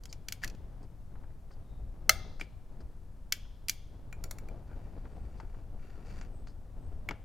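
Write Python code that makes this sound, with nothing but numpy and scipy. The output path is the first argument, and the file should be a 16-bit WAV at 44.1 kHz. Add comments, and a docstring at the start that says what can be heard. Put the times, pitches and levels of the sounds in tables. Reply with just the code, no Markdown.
"""A steel oil filter is turned by hand in a cutter on a cloth-covered table in a quiet studio.
Over a low rumble, the cutting wheel rolls in its groove with a grainy rub and at first slips with
sharp clicks. Near 2 s the can's wall gives way with one loud, ringing snap, and more slips follow.
Just after 4 s the wheel ticks over a burr, then come soft, gritty scrapes and faint, high whistles.
A last dull double clack comes near 7 s."""
import sys
import numpy as np
from scipy import signal
from scipy.fft import rfft, irfft
from scipy.io import wavfile

SR = 44100
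rng = np.random.default_rng(int(sys.argv[2]) if len(sys.argv) > 2 else 0)


def unload_wav(signal):
    """Save mono or channel-first audio to the path in sys.argv[1] as 16-bit WAV at rate SR, clipped to [-1, 1]."""
    wavfile.write(
        sys.argv[1],
        SR,
        np.round(np.clip(np.atleast_2d(signal).T, -1, 1) * 32767).astype(np.int16),
    )


N = 319284
TIME = np.arange(N) / SR


def from_db(db):
    """Turn decibels into a number to multiply by."""
    return 10 ** (np.asarray(db) / 20)


def rms_one(x):
    """Scale a sound so that its average strength (rms) is one."""
    return x / np.sqrt(np.mean(x ** 2) + 1e-20)


def unit_energy(x):
    """Scale each channel so that its squared samples add up to one."""
    return x / np.sqrt(np.sum(x ** 2, axis=-1, keepdims=True) + 1e-20)


def at_hz(points, hz):
    """Read between a table's rows, giving every octave the same room."""
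    f, value = np.transpose(points)
    return np.interp(np.log(np.maximum(hz, 1)), np.log(f), value)


def fade(t, t60):
    """Die away by 60 dB in t60 seconds, the "fade time" of the tables."""
    return np.exp(-np.log(1000) * t / t60)


def band(x, low_hz, high_hz, order=2):
    """Keep the part of a sound between two frequencies."""
    edges = [low_hz, min(high_hz, SR / 2 - 500)]
    return signal.sosfilt(signal.butter(order, edges, "band", fs=SR, output="sos"), x)


def add(track, s, sound):
    """Mix a sound into a track, starting at s seconds."""
    start = round(s * SR)
    track[start:start + len(sound)] += sound[:N - start]


def panned(x, left_db):
    """Make the left side louder than the right."""
    return x * from_db(np.array([[left_db], [-left_db]]) / 2)


def drift(per_s):
    """A line that wanders from one random value to the next."""
    points = rng.standard_normal(4000)
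    return np.interp(TIME * per_s, np.arange(len(points)), points)


def grains(per_s, spread_db):
    """Tiny random contacts of uneven size, in two channels."""
    sizes = from_db(spread_db * np.minimum(rng.exponential(1, N), 4))
    return rms_one(rng.standard_normal((2, N)) * sizes * (rng.random(N) < per_s / SR))


def gestures(rows, attack_s, release_s):
    """The strength over time of movements that each rise, hold and fall."""
    out = np.zeros(N)
    for s, length_s, db in rows:
        rise = (TIME - s) / attack_s
        fall = (s + length_s - TIME) / release_s + .5
        out += from_db(db) * np.clip(np.minimum(rise, fall), 0, 1)
    return out


def strokes(rows, width, per_s, attack):
    """Short grainy hisses, each around one pitch; attack is the share of the length spent swelling."""
    out, grit = np.zeros(N), grains(per_s, spread_db=3.5)[0]
    for s, length_s, db, hz in rows:
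        age = np.maximum(TIME - s, 0) / length_s
        swell = np.minimum(age / attack, 1) * np.exp(-age ** 2)
        out += from_db(db) * swell * rms_one(band(grit, hz / (1 + width), hz * (1 + width)))
    return out


def crack(t, low_hz, high_hz, hold_s, t60, rise_s=.0007):
    """A noise burst with no pitch, holding as much energy as one millisecond at level one."""
    burst = rng.standard_normal(len(t)) * np.minimum(t / rise_s, 1) * fade(np.maximum(t - hold_s, 0), t60)
    even = irfft(np.exp(1j * np.angle(rfft(burst))), len(t))  # all frequencies equally strong
    trimmed = even * fade(t, 10 * t60) * (t < t[-1] / 2)
    return unit_energy(band(trimmed, low_hz, high_hz, order=3)) * np.sqrt(SR / 1000)


def ring(t, tones, scatter_db, detune, rise_s=0.00063):
    """Struck steel rings in fading tones of uneven strength; detune is how far the grip shifts them."""
    hz, db, t60 = np.transpose(tones)[:, :, None]
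    hz = hz * (1 + detune * rng.standard_normal(hz.shape))
    strength = from_db(db + scatter_db * rng.standard_normal(hz.shape))
    swings = np.sin(2 * np.pi * (hz * t + rng.random(hz.shape)))
    return np.sum(strength * swings * fade(t, t60), axis=0) * np.minimum(t / rise_s, 1)


# how alike the two ears' sounds are: (frequency [Hz], likeness [0 to 1])
EAR_LIKENESS = [(300, 0.93), (1400, 0.76), (15000, 0.75)]
def left_and_right(shared, differing, hz):
    """Blend two noises into left and right; low sounds are the most alike."""
    alike = at_hz(EAR_LIKENESS, hz)
    return np.sqrt((1 + alike) / 2) * shared + np.sqrt((1 - alike) / 2) * differing * [[1], [-1]]


def colour(x, spectrum):
    """Give noise a table's balance of low and high, falling steeply past both ends."""
    hz = np.fft.rfftfreq(N, 1 / SR)
    ends = 1 / np.sqrt((1 + (spectrum[0][0] / (hz + 1)) ** 8) * (1 + (hz / spectrum[-1][0]) ** 8))
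    shared, differing = rfft(x) * from_db(at_hz(spectrum, hz)) * ends
    return rms_one(irfft(left_and_right(shared, differing, hz), N))


# the tone colour of the room's hiss: (frequency [Hz], relative level [dB])
HISS_COLOUR = [(88, -32.5), (150, -4.5), (321, -16), (730, -19), (2140, -33.5), (3160, -37.5),
               (13400, -41.5), (16000, -46.5)]
def hiss(level_db=-64):
    """The room hisses faintly and evenly."""
    return from_db(level_db) * colour(rng.standard_normal((2, N)), HISS_COLOUR)


# twists of the can by hand: (start [s], length [s], level [dB])
HAND_TWISTS = [(0.03, 0.42, -70.5), (0.40, 0.51, -63.5), (1.08, 0.26, -66), (1.50, 0.73, -65.5),
               (2.05, 0.33, -62), (2.68, 0.24, -64.5), (3.88, 0.27, -64.5), (4.13, 0.34, -60.5),
               (4.40, 0.27, -60.5), (4.66, 0.52, -61), (5.10, 0.62, -64.5), (5.66, 0.61, -65),
               (6.03, 0.41, -62.5), (6.38, 0.36, -67), (6.72, 0.46, -60.5)]
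def effort(resting_db=-74):
    """How hard the wheel is driven; between twists it still rests on the steel."""
    return np.hypot(from_db(resting_db), gestures(HAND_TWISTS, attack_s=0.055, release_s=0.2))


# the tone colour of the rumble: (frequency [Hz], relative level [dB])
RUMBLE_COLOUR = [(12, 7.5), (33, 0), (115, -12.5), (161, -21), (300, -32), (390, -59)]
def rumble(room_db=-45.5, arm_boost_db=17):
    """The room rumbles steadily, and the working arms add to it with each twist."""
    swell = np.hypot(from_db(room_db), from_db(arm_boost_db) * effort())
    return swell * colour(rng.standard_normal((2, N)), RUMBLE_COLOUR)


# the arms lean on the table: (time [s], level [dB])
TABLE_HEAVES = [(1.83, -39), (2.14, -39), (2.85, -42.5), (5.26, -37.5), (5.73, -44), (6.899, -41)]
def heaves(swell_s=0.05):
    """The table heaves under the arms with short, very deep swells."""
    leaning = sum(from_db(db) * np.exp(-((TIME - s) / swell_s) ** 2) for s, db in TABLE_HEAVES)
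    return leaning * rms_one(band(rng.standard_normal(N), low_hz=13, high_hz=64.1))


# thin whistles: (start [s], length [s], level [dB], pitch [Hz])
THIN_WHISTLES = [(1.6, 0.22, -80, 3700), (5.06, .22, -80, 8200), (6.15, 0.1, -77, 8150),
                 (6.31, 0.11, -73.5, 8150), (6.76, 0.18, -80, 8200)]
def whistles():
    """Faint, narrow, high whistling hisses come and go."""
    return strokes(THIN_WHISTLES, width=.028, per_s=3400, attack=.5)


# the cutter knocks on the padded table: (time [s], level [dB])
BASE_KNOCKS = [(0.445, -40), (0.542, -40), (2.095, -34.5), (2.41, -36), (3.69, -48.5), (5.427, -42),
               (7.091, -33.5), (7.109, -33.5)]
def knocks():
    """A jolt presses the base into the cloth with a dull thump."""
    out = np.zeros(N)
    for s, db in BASE_KNOCKS:
        add(out, s, from_db(db) * crack(TIME[:SR // 4], 130, 400, hold_s=0.0009, t60=0.095))
    return out


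# fingertips land: (time [s], level [dB])
FINGER_TAPS = [(1.154, -48.5), (1.235, -50.5), (1.305, -59), (1.507, -49), (2.805, -51.5), (3.452, -55.5),
               (5.054, -45), (5.545, -50.5)]
def taps():
    """A fingertip meets the can with a small dull tap."""
    out = np.zeros(N)
    for s, db in FINGER_TAPS:
        add(out, s, from_db(db) * crack(TIME[:SR // 8], 280, 1570, hold_s=0.0012, t60=0.054))
    return out


# fingers brush the can: (start [s], length [s], level [dB], pitch [Hz])
FINGER_SCUFFS = [(0.09, 0.035, -63, 5300), (0.827, 0.017, -68.5, 5560), (1.51, 0.031, -70.5, 4760),
                 (2.398, 0.032, -54.5, 5260), (2.803, 0.011, -61.5, 5130), (4.48, 0.15, -62, 559),
                 (4.69, 0.068, -61, 1170), (5.373, 0.039, -69.5, 5000), (5.405, 0.048, -62, 1100),
                 (6.05, 0.14, -69.5, 5230), (6.465, 0.043, -66, 4910)]
def scuffs(shell_t60=0.017):
    """Rubbing fingers stir the many close, short-lived tones of the hollow can."""
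    brushing = strokes(FINGER_SCUFFS, width=0.3, per_s=4100, attack=0.12)
    shell = unit_energy(rng.standard_normal(2000) * fade(TIME[:2000], shell_t60))
    return signal.oaconvolve(brushing, shell)[:N]


# short tones heard in the scrapes and the ticks: (pitch [Hz], level [dB], fade time [s])
RINGING_TONES = [(1435, -2.5, 0.023), (1860, -5, 0.013), (2298, -1, 0.032), (2660, -7, 0.012),
                 (4610, 1, 0.012), (5830, 0, 0.021), (6900, 1.5, 0.02)]
def rasp(grit, plain_db=-8):
    """A few ringing tones stand out of a plain, gritty hiss."""
    out = from_db(plain_db) * grit
    for hz, db, t60 in RINGING_TONES:
        half_width = np.log(1000) / (2 * np.pi * t60)  # a shorter ring covers more frequencies
        out += from_db(db) * band(grit, hz - half_width, hz + half_width, order=1)
    return out


# soft sliding sounds: (start [s], length [s], level [dB])
SOFT_SLIDES = [(0.415, 0.069, -55.5), (4.66, 0.97, -75), (5.78, 0.26, -68.5), (6.04, 0.22, -63),
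               (6.17, 0.061, -72)]
# the tone colour of the scrape: (frequency [Hz], relative level [dB])
SCRAPE_COLOUR = [(600, 6), (1500, 5.5), (2500, 1.5), (4000, -5), (6500, -9.5), (15000, -17)]
def scrapes():
    """A soft, gritty sliding scrape with a few ringing tones."""
    grit = grains(per_s=2200, spread_db=2.8) * from_db(1.7 * drift(per_s=110))
    return gestures(SOFT_SLIDES, attack_s=0.013, release_s=0.079) * colour(rasp(grit), SCRAPE_COLOUR)


# the tone colour of the rolling wheel: (frequency [Hz], relative level [dB])
RUB_COLOUR = [(59, -26), (100, -0.5), (151, -7.5), (315, -12), (742, -17.5), (1080, -27), (1400, -30.5),
              (2150, -39), (6000, -50), (7800, -75.5)]
def rolling_rub():
    """The wheel grinds along its groove, low and grainy, louder with each twist."""
    grinding = grains(per_s=2400, spread_db=2.1) * from_db(2.6 * drift(per_s=40))
    return from_db(6.0) * effort() * colour(grinding, RUB_COLOUR)


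# the wheel meets the burr, a rough lip in its groove: (time [s], level [dB], treble [dB])
BURR_TICKS = [(4.127, -47, -8), (4.2393, -44.5, 2.5), (4.3103, -40.5, 3), (4.385, -50, -2),
              (4.486, -54.5, -6)]
def ticks():
    """The wheel crunches over the burr: a dull body, a light ring and a fine bright edge."""
    out, t = np.zeros(N), TIME[:SR // 8]
    for s, db, treble_db in BURR_TICKS:
        tones = [(hz, level + treble_db * (hz > 3000), t60) for hz, level, t60 in RINGING_TONES]
        edge = crack(t, 3400, 15500, hold_s=.0015, t60=.018, rise_s=.0003)
        body = crack(t, 450, 2000, hold_s=.002, t60=.03)
        wheel = ring(t, tones, scatter_db=3.5, detune=.04)
        add(out, s, from_db(db) * (wheel + body + from_db(treble_db + 3.0) * edge))
    return out


# bunches of close tones in the cutter's frame: (pitch [Hz], width [Hz], level [dB], fade time [s])
FRAME_SHIMMER = [(2290, 190, -48.5, .6), (3380, 400, -47, 0.93)]
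def shimmer(t):
    """Close tones beat against each other and linger as a rough, blurred ring."""
    out = np.zeros(len(t))
    for hz, width, db, t60 in FRAME_SHIMMER:
        bunch = rms_one(band(rng.standard_normal(len(t)), hz - width / 2, hz + width / 2))
        out += from_db(db) * bunch * fade(t, t60)
    return out


# the tones of the cutter's frame and axle: (pitch [Hz], level [dB], fade time [s])
FRAME_TONES = [(1570, -8, 0.0096), (3130, -5.5, 0.0091), (4487, -6.5, 0.021), (5100, -3.5, 0.016),
               (5815, -5, 0.017), (6740, -4.5, 0.014), (7980, -15, 0.012), (9020, -19, 0.0251),
               (10130, -17.5, 0.0073), (12080, -9.5, 0.017)]
def frame_ring(t, bright_db, sizzle_db):
    """The jolted frame rings and shimmers; sizzle sets its highest tones, brightness the rest."""
    tones = [(hz, db + (sizzle_db if hz > 7500 else bright_db), t60) for hz, db, t60 in FRAME_TONES]
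    return ring(t, tones, scatter_db=2, detune=.012) + from_db(bright_db) * shimmer(t)


# clicks of the slipping wheel and, in the last two rows, a dull double clack:
# (time [s], level [dB], body [dB], brightness [dB], sizzle [dB], can pitch [Hz], can level [dB])
CLICKS_AND_CLACKS = [(0.036, -47.5, -28, -2, -2, 1070, -17), (0.055, -38.5, -6, -3.5, -4.5, 2540, -20),
                     (0.127, -34, -6, -3.5, -9, 2340, -18), (0.2846, -23, -22, -7.5, -8, 2320, -16.5),
                     (0.323, -23, -22, -6, -4, 2270, -26), (0.4312, -37, -23, -8, -11, 1850, -9),
                     (0.436, -22.5, -12, -15.5, -17, 1740, -6.5),
                     (0.444, -24.5, -10.5, -7, -6.5, 1930, -15), (0.4767, -38.5, -6, -0.5, -2, 2520, -12),
                     (0.499, -43, -10, -3.5, -10, 2530, -13), (0.549, -51.5, -5, -6, -11, 2530, -20),
                     (2.397, -37.5, 5, -13, -20, 1440, -18), (2.411, -21, -11, -26, -22.5, 2338, -11.5),
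                     (3.323, -11, -24.5, -7, -8, 2240, -15.5), (3.684, -19.5, -24, -9.5, -4, 2364, -15),
                     (3.695, -18.5, -23, -2, 1.5, 2367, -11.5), (5.4, -42.5, 10, -13, -39, 917, -3.5),
                     (6.212, -35.5, -1, -15, -33, 1420, -26), (6.471, -47, 8.5, -13, -31, 1310, -27),
                     (7.088, -19.5, -4, -22.5, -22, 2234, -9.5), (7.109, -24.5, 2, -20, -42, 957, -10)]
def clicks_and_clacks(hold_s=0.0015, can_rise_s=0.0016):
    """Each jolt cracks, rings the frame and sounds the can at a pitch set by the grip."""
    cracks, rings, t = np.zeros(N), np.zeros(N), TIME[:SR // 2]
    can_shape = fade(t, t60=0.023) * np.minimum(t / can_rise_s, 1)
    for s, db, body_db, bright_db, sizzle_db, can_hz, can_db in CLICKS_AND_CLACKS:
        body = from_db(body_db - 10) * crack(t, 570, 1950, hold_s, t60=0.033)
        middle = from_db(-14.5) * crack(t, 1690, 3300, hold_s, t60=0.022)
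        bright = from_db(bright_db - 4.5) * crack(t, 3900, 7200, hold_s, t60=0.023)
        sizzle = from_db(sizzle_db - 8.5) * crack(t, 6200, 15000, hold_s, t60=0.023)
        add(cracks, s, from_db(db) * (body + middle + bright + sizzle))
        can = from_db(can_db + 7.5) * np.sin(2 * np.pi * can_hz * t) * can_shape
        add(rings, s, from_db(db) * (can + frame_ring(t, bright_db, sizzle_db)))
    return cracks, rings


# the tones of the can's wall: (pitch [Hz], level [dB], fade time [s])
WALL_TONES = [(544, -33.5, 0.065), (621, -28, 0.058), (780, -25, 0.034), (1285, -13.5, 0.029),
              (1630, -23.5, 0.02), (2078, -6.5, 0.028), (2765, -24, 0.028), (3040, -14, 0.027),
              (4250, -12, 0.033), (4950, -17, 0.025), (5900, -12, 0.02), (5930, -9, 0.015),
              (6433, -23.5, 0.062), (7680, -17, .02), (11640, -19, 0.022), (14700, -24.5, .045)]
def snap(at_s=2.0939, db=-6.5):
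    """The wall cracks under the wheel, the whole can rings and its far side throws sound outward."""
    cracks, rings, thrown, t = np.zeros(N), np.zeros(N), np.zeros(N), TIME[:SR // 2]
    tear = from_db(-5) * crack(t, 4200, 6800, hold_s=.002, t60=.011, rise_s=.0002)
    fizz = from_db(-10) * crack(t, 7000, 15500, hold_s=.002, t60=.016, rise_s=.0002)
    buckle = from_db(-12.5) * crack(t, 1400, 3200, hold_s=.002, t60=.018)
    far_side = from_db(-12) * crack(t, 3200, 4400, hold_s=.002, t60=.018)
    add(cracks, at_s, from_db(db) * (tear + fizz + buckle))
    add(rings, at_s, from_db(db + 3.5) * ring(t, WALL_TONES, scatter_db=0.5, detune=0))
    add(thrown, at_s, from_db(db) * far_side)
    return cracks, rings, thrown


def spread(x, db=-13):
    """Sound from all round the curved can takes slightly different paths left and right."""
    paths = unit_energy(rng.standard_normal(400) * fade(TIME[:400], t60=0.002))
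    return from_db(db) * signal.oaconvolve(x, paths)[:N] * [[1], [-1]]


def table_echo(x, left_s, right_s, db):
    """The table top sends the sound back a little later, by a different path to each side."""
    return from_db(db) * np.array([np.interp(TIME - lag, TIME, x) for lag in (left_s, right_s)])


# the studio's echo: (frequency [Hz], fade time [s], level [dB])
STUDIO_ECHO = [(300, .8, 6), (700, 0.85, 8.5), (1300, 0.67, 0), (2192, 0.5, 1.5), (3600, .9, 1),
               (5900, .66, -5.5), (7600, 0.28, -2), (15000, 0.25, -3.5)]
def studio(x, early_db, early_t60, late_db):
    """Quick echoes off the table and the things on it, then a weak tail whose top fades first."""
    t, response, walls = TIME[:SR], 0, np.array(STUDIO_ECHO)
    fade_times, levels = walls[:, :2], walls[:, ::2]
    arrived = np.clip((t - .004) / 0.0037, 0, 1)
    early = from_db(early_db) * unit_energy(arrived * fade(t, early_t60))
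    edges = np.geomspace(150, 18000, 21)
    for low, high in zip(edges, edges[1:]):
        hz = np.sqrt(low * high)
        shared, differing = band(rng.standard_normal((2, SR)), low, high, order=4)
        noise = left_and_right(shared, differing, hz)
        late = from_db(late_db) * unit_energy(arrived * fade(t, at_hz(fade_times, hz)))
        response = response + from_db(at_hz(levels, hz)) * noise * np.hypot(early, late)
    return signal.fftconvolve(x[None], response, axes=1)[:, :N]


def scene():
    """The cutter sits a little left; high ringing stays close, cracks and low tones fill the room."""
    jolt_cracks, jolt_rings = clicks_and_clacks()
    snap_crack, snap_ring, snap_thrown = snap()
    clicks = jolt_cracks + snap_crack + ticks()
    close = clicks + jolt_rings + snap_ring
    low_ring = band(snap_ring, 400, 1900)
    ringing = from_db(-7.5) * jolt_rings + from_db(-7) * snap_ring + from_db(-5) * low_ring
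    room = studio(clicks + snap_thrown + ringing, early_db=-13.5, early_t60=0.12, late_db=-19.0)
    side_paths = spread(close) + table_echo(close, left_s=.00146, right_s=0.0015, db=-12.5)
    soft_sounds = rolling_rub() + scrapes() + scuffs() + whistles() + taps() + knocks()
    background = rumble() + heaves() + hiss()
    return panned(background + soft_sounds, left_db=3.0) + panned(close + room, left_db=2.0) + side_paths


def record(dry, fade_in_s=.008, cutoff_hz=16200):
    """Fade in quickly, clip any peak past full level and cut the very highest treble."""
    clipped = np.clip(dry * np.minimum(TIME / fade_in_s, 1), -1, 1)
    return signal.sosfilt(signal.ellip(10, .1, 80, cutoff_hz, fs=SR, output="sos"), clipped)


dry = scene()
out = record(dry)
unload_wav(out)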